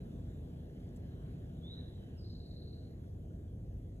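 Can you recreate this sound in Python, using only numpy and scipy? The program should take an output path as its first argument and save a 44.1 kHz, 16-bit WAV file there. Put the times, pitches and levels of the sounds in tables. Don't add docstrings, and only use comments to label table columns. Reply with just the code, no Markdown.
import sys
import numpy as np
from scipy import signal
from scipy.fft import rfft, irfft
from scipy.io import wavfile
from scipy.ndimage import uniform_filter1d

SR = 44100
rng = np.random.default_rng(int(sys.argv[2]) if len(sys.argv) > 2 else 0)


def digitize_waveform(pressure):
    field = np.atleast_2d(pressure).T
    bounded = np.clip(field, -1, 1)
    quanta = np.round(bounded * 32767).astype(np.int16)
    wavfile.write(sys.argv[1], SR, quanta)


N = 176400
TIME = np.arange(N) / SR
FREQS = np.fft.rfftfreq(N, 1 / SR)


def amp(db):
    return 10 ** (np.asarray(db) / 20)


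def unit_level(x):
    return x / np.sqrt(np.mean(x ** 2) + 1e-30)


def look_up(table, hz):
    f, value = np.transpose(table)
    return np.interp(np.log(hz + 1), np.log(f + 1), value)


def filtered(x, spectrum):
    return irfft(rfft(x) * amp(look_up(spectrum, FREQS)), N)


def add(mix, start_s, sound):
    part = mix[round(start_s * SR):][:len(sound)]
    part += sound[:len(part)]


def drift(rate):
    speeds = np.geomspace(rate / 10, rate, 10)
    return unit_level(sum(np.sin(2 * np.pi * (hz * TIME + rng.random())) for hz in speeds))


def stereo(a, b):
    # (frequency [Hz], likeness [0 to 1])
    likeness = [(60, .999), (125, .993), (250, .92), (450, .68), (750, .45), (1400, .6), (3000, .62),
                (5000, .85), (11000, .92)]
    same = look_up(likeness, FREQS)
    return np.array([a, irfft(same * rfft(a) + np.sqrt(1 - same ** 2) * rfft(b), N)])


def noise(spectrum, patchy_db):
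    _, _, cells = signal.stft(rng.standard_normal((2, N)), SR, nperseg=1024, noverlap=768)
    patches = uniform_filter1d(rng.standard_normal(cells.shape[1:]), size=10, axis=0)
    patches = unit_level(uniform_filter1d(patches, size=16, axis=1))
    white = signal.istft(cells * amp(patchy_db * patches), nperseg=1024, noverlap=768)[1][:, :N]
    return stereo(*filtered(white, spectrum)) * np.sqrt(SR / 2)


def traffic(bass_edge_hz=107):
    # (frequency [Hz], level [dB])
    spectrum = [(10, -100), (20, -92.5), (27, -92), (35, -86), (46, -65), (60, -69), (92, -69),
                (120, -70.5), (155, -70.5), (205, -76.5), (300, -79.5), (420, -84.5), (540, -91),
                (650, -91), (900, -106), (1300, -122), (2500, -145)]
    # (time [s], bass gain [dB], body gain [dB])
    swells = [(0, -1.5, 2.5), (.4, 1, 1.5), (.8, -5.5, 0.5), (1.3, 0, 1.5), (1.7, -1.5, .5), (2.3, 0.5, 0),
              (2.7, -6, 0.5), (3.3, 1.5, -0.5), (4, 0.5, -2)]
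    times, bass_db, body_db = np.transpose(swells)
    roar = noise(spectrum, patchy_db=.03)
    bass = irfft(rfft(roar) / (1 + (FREQS / bass_edge_hz) ** 6), N)
    body = roar - bass
    return bass * amp(np.interp(TIME, times, bass_db)) + body * amp(np.interp(TIME, times, body_db))


def engines(wander_hz=1.114, waver_db=1.5, change_s=.032):
    # (pitch [Hz], early level [dB], late level [dB], time of change [s])
    tones = [(25.8, -68, -63, 3.5), (52, -60, -54, 3.5), (80.73, -54, -52.5, 2.9), (102.5, -56, -50, 3.44),
             (133.86, -58, -62, 2.2), (171.75, -58.5, -65.5, 1.93), (243.5, -60, -68.5, 1.9),
             (485.4, -71, -73, 0.92)]
    out = np.zeros(N)
    for hz, early_db, late_db, when in tones:
        late = (1 + np.tanh((TIME - when) / change_s)) / 2
        level = amp(early_db + (late_db - early_db) * late) * unit_level(amp(waver_db * drift(2.7)))
        pitch = hz + wander_hz * drift(5)
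        out += level * np.sqrt(2) * np.sin(2 * np.pi * np.cumsum(pitch) / SR)
    return out


def rustle(crackles_per_s=90, crackle_db=-12, spread_db=5.5):
    # (frequency [Hz], level [dB])
    spectrum = [(300, -125), (700, -107), (1000, -107), (1250, -110), (1650, -105.5), (2000, -111.5),
                (2350, -116), (3200, -110), (4000, -115), (5500, -126), (9000, -137)]
    # (time [s], gain [dB])
    loudness = [(0, 0), (.5, -0.5), (1.15, 1), (1.5, 1), (1.85, 2), (2.18, 1), (2.35, -4.5), (3.05, -4),
                (3.5, -6.5), (4, -6)]
    hits = rng.random((2, N)) < crackles_per_s / SR
    sizes = amp(spread_db * np.minimum(rng.exponential(1, (2, N)), 3))
    crackle = stereo(*filtered(unit_level(hits * sizes), spectrum)) * np.sqrt(SR / 2)
    level = amp(np.interp(TIME, *np.transpose(loudness)))
    return level * (noise(spectrum, patchy_db=2.5) + amp(crackle_db) * crackle)


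def microphone_hiss(start_db=-.7, end_db=-3.5):
    # (frequency [Hz], level [dB])
    spectrum = [(100, -124), (3000, -122), (4500, -122), (5500, -118.5), (7000, -119), (9000, -120.5),
                (11000, -119.5), (14500, -122.5), (16000, -125)]
    return noise(spectrum, patchy_db=1.9) * amp(np.linspace(start_db, end_db, N))


def needles(ring_width=.08):
    # (time [s], pitch [Hz], decay [s], level [dB], crack against ring [dB])
    ticks = [(.891, 6700, .001, -70, -12), (.9614, 7600, 0.0016, -62.5, -8),
             (0.9647, 7740, 0.0019, -64.5, -13), (.9697, 10000, .001, -61.5, 3),
             (.9725, 6000, .0025, -69, 5), (1.224, 1320, .0037, -67, -16), (2.548, 6600, .002, -75, -3),
             (3.04, 1510, 0.0049, -65.5, -18), (3.305, 1440, 0.0073, -70.5, -20)]
    out = np.zeros((2, N))
    t, hz = TIME[:2048], np.fft.rfftfreq(2048, 1 / SR)
    for start, pitch, decay, db, crack_db in ticks:
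        ring = np.exp(-((hz / pitch - 1) / ring_width) ** 2)
        crack = amp(crack_db) * np.exp(-(hz / pitch - 1) ** 2)
        for side in out:
            burst = unit_level(irfft(rfft(rng.standard_normal(len(t))) * (ring + crack)))
            add(side, start, amp(db) * np.exp(-t / decay) * burst)
    return stereo(*out)


def note(curve, quaver=.006):
    times, hz, db = np.transpose(curve)
    pitch = np.interp(TIME, times, hz) * (1 + quaver * drift(220))
    level = amp(np.interp(TIME, times, db)) * (TIME > times[0]) * (TIME < times[-1])
    return level * np.sqrt(2) * np.sin(2 * np.pi * np.cumsum(pitch) / SR)


def rising_whistle():
    # (time [s], pitch [Hz], level [dB])
    curve = [(1.615, 3230, -80), (1.643, 3460, -62), (1.662, 3550, -61), (1.68, 3690, -62),
             (1.695, 3780, -61.5), (1.712, 3850, -56.5), (1.734, 3940, -56), (1.744, 4030, -62),
             (1.753, 4200, -73)]
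    return note(curve)


def farther_bird():
    # (time [s], pitch [Hz], level [dB])
    curve = [(1.96, 3190, -84), (2.0, 3100, -79), (2.04, 3084, -79), (2.09, 3050, -101)]
    return note(curve, quaver=.024)


def high_note_and_slide():
    # (time [s], pitch [Hz], level [dB])
    high = [(2.172, 5220, -82), (2.186, 5110, -69.5), (2.198, 4890, -66.5), (2.208, 4900, -76),
            (2.238, 4980, -73), (2.265, 4960, -84), (2.308, 5040, -73.5), (2.33, 5000, -86)]
    # (time [s], pitch [Hz], level [dB])
    slide = [(2.2, 4750, -80), (2.215, 4520, -70), (2.245, 4360, -81), (2.268, 4230, -65),
             (2.285, 4150, -78)]
    return note(high) + note(slide, quaver=.029)


def glide(stroke, db, pitch_spread=.006):
    length, from_hz, to_hz = stroke
    progress = np.arange(0, 1, 1 / (length * SR))
    hz = (from_hz + (to_hz - from_hz) * progress) * (1 + pitch_spread * rng.standard_normal())
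    return amp(db) * np.sin(np.pi * progress) * np.sin(2 * np.pi * np.cumsum(hz) / SR)


def trill(fall_delay_s=.01, fall_db=-8.5, fall_fade_db_per_s=32):
    # (time [s], level [dB])
    chirps = [(2.2415, -61.5), (2.2937, -58), (2.3462, -59.5), (2.3987, -59), (2.4526, -59),
              (2.5066, -57.5), (2.5612, -57), (2.6155, -57.5), (2.6703, -59.5), (2.7265, -60),
              (2.7822, -66.5), (2.834, -72)]
    # (length [s], start pitch [Hz], end pitch [Hz])
    rise = (.015, 3640, 4600)
    fall = (.02, 5250, 4300)
    out = np.zeros(N)
    for start, db in chirps:
        faded_db = fall_fade_db_per_s * (start - chirps[0][0])
        add(out, start, glide(rise, db))
        add(out, start + fall_delay_s, glide(fall, db + fall_db - faded_db))
    return out


def forest_echo(song, build_s=.014):
    # (delay [s], gain [dB])
    trunks = [(.0135, -12.5), (.0205, -12), (.029, -12.5), (.039, -15), (.066, -15), (.139, -11)]
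    # (frequency [Hz], time to fade by 60 dB [s])
    ring_times = [(3850, .82), (4250, .54), (5000, .48)]
    # (frequency [Hz], gain [dB])
    scatter = [(3200, -1), (3900, -1.5), (4300, 1), (5000, -2.5)]
    near = song.copy()
    for delay, db in trunks:
        add(near, delay, amp(db) * song)
    hz, t, cells = signal.stft(rng.standard_normal((2, SR)), SR, nperseg=256)
    ring_s = look_up(ring_times, hz)[:, None]
    envelope = amp(-60 * t / ring_s) * (1 - np.exp(-t / build_s)) / np.sqrt(ring_s)
    tails = signal.istft(cells * envelope, nperseg=256)[1]
    tails /= np.linalg.norm(tails[0])
    scattered = signal.fftconvolve(filtered(song, scatter)[None], tails, axes=1)[:, :N]
    return near + stereo(*scattered)


def scene():
    song = rising_whistle() + high_note_and_slide() + trill()
    background = traffic() + engines() + rustle() + microphone_hiss()
    return background + forest_echo(song + farther_bird()) + needles()


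def record(dry, fade_s=.006, top_hz=15300):
    # (frequency [Hz], phase [radians])
    lead = [(0, 0), (200, .08), (400, .33), (560, .85), (750, 1.6), (1000, 2.45), (3960, 2.1), (4800, 3.1),
            (6900, 6.3), (15100, 18.9)]
    # (frequency [Hz], left over right [dB])
    balance = [(350, 0), (550, 2.5), (800, 2), (1100, -1), (1600, 0), (2500, -2.5), (4000, -.3), (6000, 0)]
    hz = np.fft.rfftfreq(N, 1 / SR)
    left = np.exp(.5j * np.interp(hz, *np.transpose(lead))) * amp(look_up(balance, hz) / 2)
    from_end_s = np.minimum(TIME, TIME[::-1])
    fade = np.sin(np.pi / 2 * np.minimum(from_end_s / fade_s, 1)) ** 2
    wide = irfft(rfft(dry * fade) * np.array([left, 1 / left]), N)
    treble_cut = signal.firwin(511, top_hz, window=("kaiser", 9), fs=SR)
    return signal.oaconvolve(wide, treble_cut[None], "same")


dry = scene()
out = record(dry)
digitize_waveform(out)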